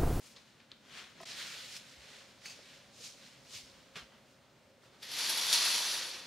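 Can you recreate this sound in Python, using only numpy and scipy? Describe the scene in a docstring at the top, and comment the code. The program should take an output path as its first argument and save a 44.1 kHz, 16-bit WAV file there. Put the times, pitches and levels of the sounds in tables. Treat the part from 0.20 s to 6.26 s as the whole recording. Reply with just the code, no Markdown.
"""A quiet bedroom, heard on a stereo microphone over a low household hum. Nearby, someone sets a bag on
a chair, ringing the seat, and walks to the window with swishing trousers, soft heels and a slipper's slap.
Farther off, a heavy curtain is pulled along its metal rail: the gliders rush, rattle and knock together,
and their ticks set the rail ringing. The level dips briefly just after the bag lands."""
import sys
import numpy as np
from scipy import signal
from scipy.io import wavfile

SR = 44100
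rng = np.random.default_rng(int(sys.argv[2]) if len(sys.argv) > 2 else 0)


def digitize_waveform(pressure):
    """Quantize a signal to 16-bit integers and store it at the path in sys.argv[1].

    Rows of a 2-D input are taken as channels; values are limited to [-1, 1].
    """
    field = np.atleast_2d(pressure).T
    bounded = np.clip(field, -1, 1)
    quanta = np.round(bounded * 32767).astype(np.int16)
    wavfile.write(sys.argv[1], SR, quanta)


N = 267246

# spectrum of the household hum: frequency_hz, relative_db
HUM_SPECTRUM = [(20, -4), (70, -4), (186, 0.5), (275, 1.5), (334, -8), (560, -4.5), (750, -8.5), (1200, -9),
                (2000, -11), (4000, -14), (7000, -20), (10000, -27.5), (15600, -31)]
# slow swell of the hum: time_s, level_db
HUM_SWELL = [(0, -63.5), (.4, -67), (1.2, -60.5), (1.75, -64), (3.5, -62), (4.65, -66), (5.3, -61.5),
             (6.06, -64.5)]
# wavering tones in the hum: pitch_hz, width_hz, before_dip_db, after_dip_db
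LOW_TONES = [(132.3, 11, -78.5, -75.5), (221.6, 21, -75.5, -80.5), (387, 43, -85.5, -78.5),
             (537.3, 42, -80.5, -71.5)]
# left-right likeness of hum and clothes at the microphone: frequency_hz, correlation
NEAR_CORRELATION = [(60, 0.92), (180, 0.86), (550, 0.62), (1650, 0.84), (4970, 0.75), (15000, 0.047)]
# brief dip of the whole sound: time_s, gain_db
LEVEL_DIP = [(1.036, 1), (1.044, -6), (1.0535, -25), (1.054, 0)]
# swishes of clothes, and the short hiss trailing the first taps; rise and fall span 20 dB:
# peak_s, level_db, rise_s, fall_s, centre_hz, treble_db_per_octave, bass_db_per_octave
SWISHES_AND_TAP_TAILS = [(.075, -59, 0.22, 0.15, 4300, 2.5, 0.5), (.168, -61, 0.033, 0.1, 3760, -2, 4.5),
                         (.27, -66, 0.21, 0.42, 3100, 0.5, 2), (.402, -66.5, .02, 0.11, 2700, -1, 6),
                         (0.524, -58, .03, 0.023, 2690, -12, 4.5), (.78, -47, 0.14, .17, 2610, 1, 1),
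                         (.99, -63, 0.23, .1, 2580, -2, 2), (1.06, -53, 0.043, .2, 2700, 6, -2),
                         (1.1, -45, 0.11, 0.19, 4430, -6.5, 0.5), (1.204, -42.5, 0.12, 0.28, 2700, 3, -0.5),
                         (1.35, -46, 0.33, 0.41, 2730, 3.5, -1), (1.565, -47, 0.2, 0.062, 3900, 0.5, 0.5),
                         (1.66, -60, .3, 0.92, 3300, 1.5, 1), (1.965, -53.5, 0.48, 0.27, 3400, -1, 2.5),
                         (2.262, -51, 0.073, 0.31, 3740, -1.5, 1.5), (2.54, -57, 0.52, 0.31, 3250, 0, 1),
                         (2.85, -46.5, 0.12, 0.14, 4950, -5.5, -2), (3.06, -56, 0.32, 0.31, 3330, .5, 1),
                         (3.355, -44, 0.1, 0.13, 4360, -3.5, -2.5), (3.48, -59, .2, 0.43, 3300, -0.5, -4),
                         (3.768, -44.5, 0.02, 0.1, 2580, 1.5, 3), (3.94, -64.5, 0.13, .12, 2140, 3, 6),
                         (4.12, -68.5, 0.15, 0.096, 3400, 3.5, 1), (4.642, -65, 0.075, 0.15, 2370, 5.5, 8),
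                         (4.748, -65, 0.093, .11, 2500, 3.5, 8), (4.82, -58.5, 0.045, .05, 3660, 1.5, -4)]
# spectral hump of their hiss: from_centre_octaves, relative_db
HISS_SPECTRUM = [(-1.5, -12), (-1, -3.5), (0.53, -1), (0.54, -4), (1, -8), (1.51, -16), (2.5, -34)]
# how far that hiss leans to the left: before_dip_db, after_dip_db
HISS_LEAN = (2, -0.3)
# heels on the floor: start_s, level_db, pitch_hz, t60_s
HEEL_FALLS = [(1.775, -53, 62.4, .2), (3.049, -61, 246, 0.19), (3.35, -55, 97, 0.17),
              (3.431, -55.5, 65, 0.094), (3.763, -48, 173, 0.085), (3.821, -53, 58, 0.16)]
# ticks and scuffs of hands and slippers: start_s, strength_db, pitch_hz, width_octaves, t60_s
SMALL_TAPS = [(.1625, -48, 3850, 0.44, 0.088), (.4022, -51, 1990, 1.6, 0.025),
              (0.5168, -42, 3700, 0.6, 0.028), (1.033, -48, 5200, 1.2, .04), (1.0125, -50.5, 5500, 2, .04),
              (1.566, -37.5, 3960, 2, 0.028), (2.2573, -38, 1900, 0.68, 0.038), (2.389, -46, 490, 1, 0.073),
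              (2.8, -49, 450, 0.55, 0.09), (2.948, -48, 550, 0.56, 0.033), (3.7565, -39, 1820, 2.2, 0.18),
              (3.761, -45, 544, 0.84, 0.089), (3.92, -56, 1190, 1.5, 0.093)]
# a slipper slaps and drags: start_s, strength_db, t60_s
SLIPPER_SLAPS = [(2.254, -39.5, 0.12), (2.258, -40, 0.26), (2.282, -45, 0.15), (2.298, -44, 0.17)]
# resonances of its sole: pitch_hz, width_hz, relative_db
SOLE_MODES = [(2610, 96, -1), (4580, 280, 2), (6330, 250, 0)]
# the bag landing on the chair: start_s, strength_db, hardness_db_per_octave
BAG_KNOCKS = [(1.001, -42, 4), (1.0048, -36, -2), (1.0125, -44, 2), (1.0318, -37, 4)]
# modes of the chair seat: pitch_hz, relative_db, t60_s
SEAT_MODES = [(390, -7, 0.065), (670, 0, .045), (1010, -1, .035), (1240, -5, 0.03), (1890, -6, 0.018),
              (2570, -13, .03), (3330, -16, 0.018), (5200, -16, .02)]
# the pull of the curtain, heard as the rush of sliding: time_s, level_db
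CURTAIN_PULL = [(4.816, -71), (4.828, -45.5), (4.862, -48), (4.978, -37), (5.104, -32.5), (5.16, -35),
                (5.3, -32.5), (5.34, -28), (5.39, -30), (5.444, -29), (5.716, -35), (5.916, -42),
                (6.06, -50)]
# spectrum of gliders and cloth sliding: frequency_hz, relative_db
RUSH_SPECTRUM = [(88, -66), (150, -31), (258, -18.5), (501, -14), (753, -14.5), (1000, -10.5), (1700, -8.5),
                 (2610, -5.5), (4250, -1), (5790, -5.5), (8880, -16.5), (10400, -12), (12500, -27),
                 (15600, -37)]
# left-right likeness of the rush, out of step below 0: frequency_hz, correlation
RUSH_CORRELATION = [(60, 0.82), (180, 1), (550, 0.94), (1650, .98), (4970, 0.89), (7500, 0.48),
                    (10000, 0.64), (12500, -0.41), (15000, -.6)]
# gliders knocking together: start_s, strength_db, high_ring_strength_db
GLIDER_CLACKS = [(4.8246, -43, -47), (4.913, -34, -47), (4.9844, -33, -34), (5.093, -22, -25),
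                 (5.1736, -24, -27), (5.3277, -9.5, -21), (5.335, -23, -31), (5.3614, -34, -52),
                 (5.4494, -40, -32), (5.7244, -43, -38)]
# modes of the metal rail: pitch_hz, width_hz, relative_db
RAIL_MODES = [(954, 77, -7), (1684, 34, -7), (1940, 51, -6), (2660, 61, -5.5), (3320, 30, -1.5),
              (3484, 55, 1), (3680, 64, -2.5), (4170, 66, 1), (4336, 71, -2), (4370, 46, -5),
              (4610, 125, 1.5), (5600, 37, -8), (5580, 120, -2.5), (5990, 48, -2), (10000, 120, -0.5),
              (9980, 89, 0), (10250, 160, -6), (10900, 130, 2.5), (11470, 370, -0.5), (11850, 170, -6),
              (12600, 180, -8), (12600, 260, -1)]

DIP_END_S, PULL_START_S = LEVEL_DIP[-1][0], CURTAIN_PULL[0][0]
ROOM_T60_S, ROOM_DB, ROOM_WIDE_HZ, WALL_CUT_HZ = 0.43, -9, 2510, 5000
SWISH_ROUNDING, STILL_CLOTH_DB = 1.09, -100   # rounding: 1 = pointed peak, 2 = bell
SEAT_SHARE_DB, KNOCK_SCATTER_DB, KNOCK_ATTACK_S = -7, 3, 0.0008
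FULL_SPEED_DB = -33   # below this rush the gliders slow: duller, thinner, less ring
BRIGHT_DB_PER_OCTAVE, BODY_DB, BODY_START_DB, BODY_GATHERS_S = 0.38, 1.5, -8, 0.27
GLIDER_TICKS_PER_S, CLACK_T60_S, CLACK_RING_T60_S, CLACK_LOW_CUT_HZ = 2000, 0.05, 0.088, 2800
HIGH_RING_HZ, WIDE_RING_HZ, HIGH_DRIVE_DB, SINK_DB_PER_S_PER_KHZ = 8000, 11000, -34.5, -5.5
CURTAIN_LEFT_DB, NEAR_ROOM_SEND_DB = 0.5, -4
MIC_LOW_CUT_HZ, TOP_CUT_HZ = 60, 15750


def from_db(db):
    """Gain of a level in dB."""
    return 10 ** (np.asarray(db) / 20)


def rms_one(x):
    """Scaled to rms 1."""
    return x / np.sqrt(np.mean(x ** 2) + 1e-20)


def in_time(rows):
    """Columns of a curve, one value a sample."""
    times_s, *columns = np.transpose(rows)
    return [np.interp(np.arange(N) / SR, times_s, column) for column in columns]


def at_hz(points, hz):
    """A spectrum read on a log-frequency axis."""
    frequencies, values = np.transpose(points)
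    return np.interp(np.log(hz), np.log(frequencies), values)


def filtered(x, hz, kind, order=2):
    """Butterworth filter."""
    return signal.sosfilt(signal.butter(order, hz, kind, fs=SR, output="sos"), x + 1e-18)


def resonance(x, hz, width_hz):
    """Two-pole peak with gain 1 on top."""
    r = np.exp(-np.pi * width_hz / SR)
    feedback = [1, -2 * r * np.cos(2 * np.pi * hz / SR), r * r]
    return signal.lfilter((1 - r * r) / 2 * np.array([1, 0, -1]), feedback, x + 1e-18)


def drift(rate_hz):
    """Slow random wander of spread 1: low-passed noise drawn every 40th sample."""
    r = np.exp(-2 * np.pi * rate_hz * 40 / SR)
    slow = signal.lfilter([1], [1, -2 * r, r * r], rng.standard_normal(N // 40 + 2002))[2000:]
    return np.interp(np.arange(N) / 40, np.arange(len(slow)), rms_one(slow))


def grains(per_s, uneven_db):
    """Random tiny slips of uneven size; rms 1."""
    sizes = from_db(uneven_db * np.minimum(rng.exponential(1, N), 5)) * rng.choice([-1, 1], N)
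    return rms_one(sizes * (rng.random(N) < per_s / SR))


def bursts(rows):
    """Envelope of sudden blows, each dying with its own t60."""
    out, t = np.zeros(N), np.arange(SR // 2) / SR
    for start_s, peak_db, t60_s in rows:
        at = round(start_s * SR)
        out[at:at + len(t)] += from_db(peak_db - 60 * t / t60_s)[:N - at]
    return out


def band_noise(colour_db, correlation, first_band, flicker_db, flicker_hz, slips=0, slip_share=0):
    """Flickering stereo noise in third octaves, shaped by colour_db(hz), roughened by slips; rms 1."""
    out, edges = 0, 22 * 2 ** (np.arange(first_band, 30) / 3)
    white = rng.standard_normal((2, 2, N))
    rough = white * np.sqrt(1 - slip_share) + np.sqrt(slip_share) * np.abs(slips) * np.sign(white)
    shared_flicker = drift(flicker_hz)
    for k, (low, high) in enumerate(zip(edges, edges[1:])):
        mid, side = filtered(rough[k % 2], [low, high], "band")
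        hz = np.sqrt(low * high)
        alike = np.clip(at_hz(correlation, hz), -1, 1)
        gain = from_db(colour_db(hz) + flicker_db * (shared_flicker + 0.88 * drift(flicker_hz)))
        out = out + gain * (np.sqrt(1 + alike) * mid + np.sqrt(1 - alike) * side * [[1], [-1]])
    return rms_one(out)


def household_hum():
    """A low bed of noise with a few wavering tones, whose balance shifts at the dip."""
    bed = band_noise(lambda hz: at_hz(HUM_SPECTRUM, hz), NEAR_CORRELATION,
                     first_band=0, flicker_db=0.73, flicker_hz=8.4)
    white, before_dip = rng.standard_normal(N), np.arange(N) < DIP_END_S * SR
    tones = sum(from_db(np.where(before_dip, before_db, after_db)) * rms_one(resonance(white, hz, width))
                for hz, width, before_db, after_db in LOW_TONES)
    return from_db(in_time(HUM_SWELL)[0]) * bed + tones


def bedroom_tail(x):
    """Diffuse reflections, centred in the bass and wide in the treble, dulled by soft furnishings."""
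    t = np.arange(SR // 3) / SR
    mid, side = rng.standard_normal((2, len(t))) * from_db(-60 * t / ROOM_T60_S) * (t > 0.004)
    tails = mid + filtered(side, ROOM_WIDE_HZ, "high") * [[1], [-1]]
    tails = filtered(tails, WALL_CUT_HZ, "low", order=1)
    tails /= np.sqrt(np.sum(tails ** 2, axis=1, keepdims=True))
    return from_db(ROOM_DB) * signal.fftconvolve(x[None], tails, axes=1)[:, :N]


def heel_thuds():
    """A soft heel sets the floor swinging for a few cycles."""
    out, t = np.zeros(N), np.arange(SR // 2) / SR
    attack = 1 - np.exp(-t / 0.0015)
    for start_s, level_db, hz, t60_s in HEEL_FALLS:
        at = round(start_s * SR)
        out[at:at + len(t)] += from_db(level_db - 60 * t / t60_s) * attack * np.sin(2 * np.pi * hz * t)
    return out


def taps():
    """Hands and slippers touch things: each a click with a puff of noise behind it, round one pitch."""
    out, noise = np.zeros(N), rng.standard_normal(N)
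    for start_s, strength_db, hz, octaves, t60_s in SMALL_TAPS:
        low, high = np.clip(hz * 2 ** (np.array([-0.5, 0.5]) * octaves), 50, 0.45 * SR)
        push = noise * bursts([(start_s, strength_db, t60_s)])
        push[round(start_s * SR)] += 4.5 * from_db(strength_db)   # the click
        make_up = np.sqrt(SR / 2 / (high - low))   # for the noise outside the band
        out += 0.5 * make_up * filtered(push, [low, high], "band")
    return out


def slipper_slap():
    """Friction noise of the slap, coloured by the sole's resonances."""
    friction = rng.standard_normal(N)
    sole = sum(from_db(db) * rms_one(resonance(friction, hz, width)) for hz, width, db in SOLE_MODES)
    return 0.28 * rms_one(sole) * bursts(SLIPPER_SLAPS)


def clothes_and_tap_tails():
    """Grainy hiss of fibres slipping in swishes, also trailing the first taps; the loudest colours it."""
    peak_s, peak_db, rise_s, fall_s, *colours = np.array(SWISHES_AND_TAP_TAILS).T[:, :, None]
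    t = np.arange(0, N / SR + 0.002, 0.002)
    from_peak = np.where(t < peak_s, (peak_s - t) / rise_s, (t - peak_s) / fall_s)
    power = from_db(2 * np.maximum(peak_db - 20 * from_peak ** SWISH_ROUNDING, STILL_CLOTH_DB))
    total = power.sum(axis=0)
    blend = [(power * colour).sum(axis=0) / total for colour in colours]
    level_db, centre_hz, treble_tilt, bass_tilt = in_time(np.transpose([t, 10 * np.log10(total), *blend]))
    lean_db = np.where(np.arange(N) < DIP_END_S * SR, *HISS_LEAN) * [[0.5], [-0.5]]

    def hump_db(hz):
        octaves = np.log2(hz / centre_hz)
        tilt_db = np.where(octaves > 0, treble_tilt, bass_tilt) * np.abs(octaves)
        return np.interp(octaves, *np.transpose(HISS_SPECTRUM)) + tilt_db
    hiss = band_noise(hump_db, NEAR_CORRELATION, first_band=12, flicker_db=0.55, flicker_hz=24,
                      slips=grains(per_s=2500, uneven_db=0.66), slip_share=0.3)
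    return from_db(level_db + lean_db) * hiss


def bag_on_chair():
    """Each knock of the soft bag rings the seat's modes; a harder knock favours the high ones."""
    out, t = np.zeros(N), np.arange(SR // 4) / SR
    attack = 1 - np.exp(-t / KNOCK_ATTACK_S)
    for start_s, strength_db, hardness in BAG_KNOCKS:
        at = round(start_s * SR)
        for hz, mode_db, t60_s in SEAT_MODES:
            level_db = strength_db + SEAT_SHARE_DB + mode_db + hardness * np.log2(hz / 1000)
            level_db += rng.normal(0, KNOCK_SCATTER_DB)
            envelope = from_db(level_db - 60 * t / t60_s) * attack
            out[at:at + len(t)] += envelope * np.sin(2 * np.pi * hz * t)
    return out


def sliding_rush(rush_db, slowing_db, pulling_s, clacks):
    """Gliders and cloth rub along the rail, brighter with speed; each clack adds a burst."""
    tilt = BRIGHT_DB_PER_OCTAVE + 0.24 * slowing_db
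    surge_db = np.maximum(rush_db - FULL_SPEED_DB, 0)
    body_db = BODY_DB + 0.18 * slowing_db - 0.48 * surge_db   # surges are all gliders, little cloth
    body_db += BODY_START_DB * np.clip(1 - pulling_s / BODY_GATHERS_S, 0, 1)   # the heavy folds join in

    def colour_db(hz):
        bass_share = np.clip(np.log2(2000 / hz), 0, 1)
        return at_hz(RUSH_SPECTRUM, hz) + tilt * np.log2(hz / 4000) + body_db * bass_share
    friction = band_noise(colour_db, RUSH_CORRELATION, first_band=6, flicker_db=0.76, flicker_hz=19,
                          slips=grains(per_s=3000, uneven_db=3), slip_share=0.2)
    return friction * ((pulling_s >= 0) * from_db(rush_db) + 0.13 * clacks)


def rail_ring(rush_db, slowing_db, pulling_s, clacks):
    """Ticks and clacks of the small gliders ring the metal rail's modes."""
    moving = pulling_s >= 0
    ticks = grains(GLIDER_TICKS_PER_S, uneven_db=2.9)
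    clacking = filtered(ticks * clacks, CLACK_LOW_CUT_HZ, "high")
    low_ticks = ticks * moving * from_db(rush_db + 6) + 0.92 * clacking
    high_clacks = bursts([(start_s, db, CLACK_RING_T60_S) for start_s, _, db in GLIDER_CLACKS])
    high_drive = moving * from_db(HIGH_DRIVE_DB + 1.4 * slowing_db) + high_clacks
    # the high ring spreads along the rail, so each channel gets ticks partly of its own
    own = np.array([grains(GLIDER_TICKS_PER_S, uneven_db=2.7) for _ in range(2)])
    spreads = np.array([0.93 * ticks + 0.4 * own, 0.36 * ticks + 1.34 * own]) * high_drive
    # ticks narrowed to a band round 10 kHz, keeping the high ring's top soft
    high_ticks, wide_ticks = resonance(spreads, hz=10400, width_hz=3400)
    ring = 0
    for hz, width_hz, mode_db in RAIL_MODES:
        wander_db = 2.35 * drift(rate_hz=6.7)   # strength changes as the gliders travel
        # modes above 10 kHz fade as the folds spread over the rail
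        sink_db = SINK_DB_PER_S_PER_KHZ * max(hz / 1000 - 10, 0) * pulling_s * moving
        drive = wide_ticks if hz > WIDE_RING_HZ else high_ticks if hz > HIGH_RING_HZ else low_ticks
        ring = ring + from_db(mode_db + wander_db + sink_db) * resonance(drive, hz, width_hz)
    return ring


def curtain():
    """One pull, with gliders knocking together, drives both the rush and the ring."""
    rush_db, = in_time(CURTAIN_PULL)
    slowing_db = np.minimum(rush_db - FULL_SPEED_DB, 0)
    pulling_s = np.arange(N) / SR - PULL_START_S
    clacks = bursts([(start_s, db, CLACK_T60_S) for start_s, db, _ in GLIDER_CLACKS])
    motion = rush_db, slowing_db, pulling_s, clacks
    return sliding_rush(*motion), rail_ring(*motion)


def scene():
    """All sources at the microphone; the blows are nearer than the rail, so they raise less room."""
    rush, ring = curtain()
    blows = taps() + bag_on_chair() + slipper_slap()
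    at_window = (rush + ring) * from_db([[CURTAIN_LEFT_DB], [0]])
    into_room = from_db(NEAR_ROOM_SEND_DB) * blows + ring.mean(axis=0)
    nearby = clothes_and_tap_tails() + blows + heel_thuds()
    return nearby + at_window + bedroom_tail(into_room) + household_hum()


def record(dry):
    """The level dips briefly; the microphone drops the deepest bass, and the very top is cut."""
    dip_db, = in_time(LEVEL_DIP)
    heard = filtered(dry * from_db(dip_db), MIC_LOW_CUT_HZ, "high")
    return signal.sosfilt(signal.ellip(14, 0.3, 60, TOP_CUT_HZ, fs=SR, output="sos"), heard)


dry = scene()
out = record(dry)
digitize_waveform(out)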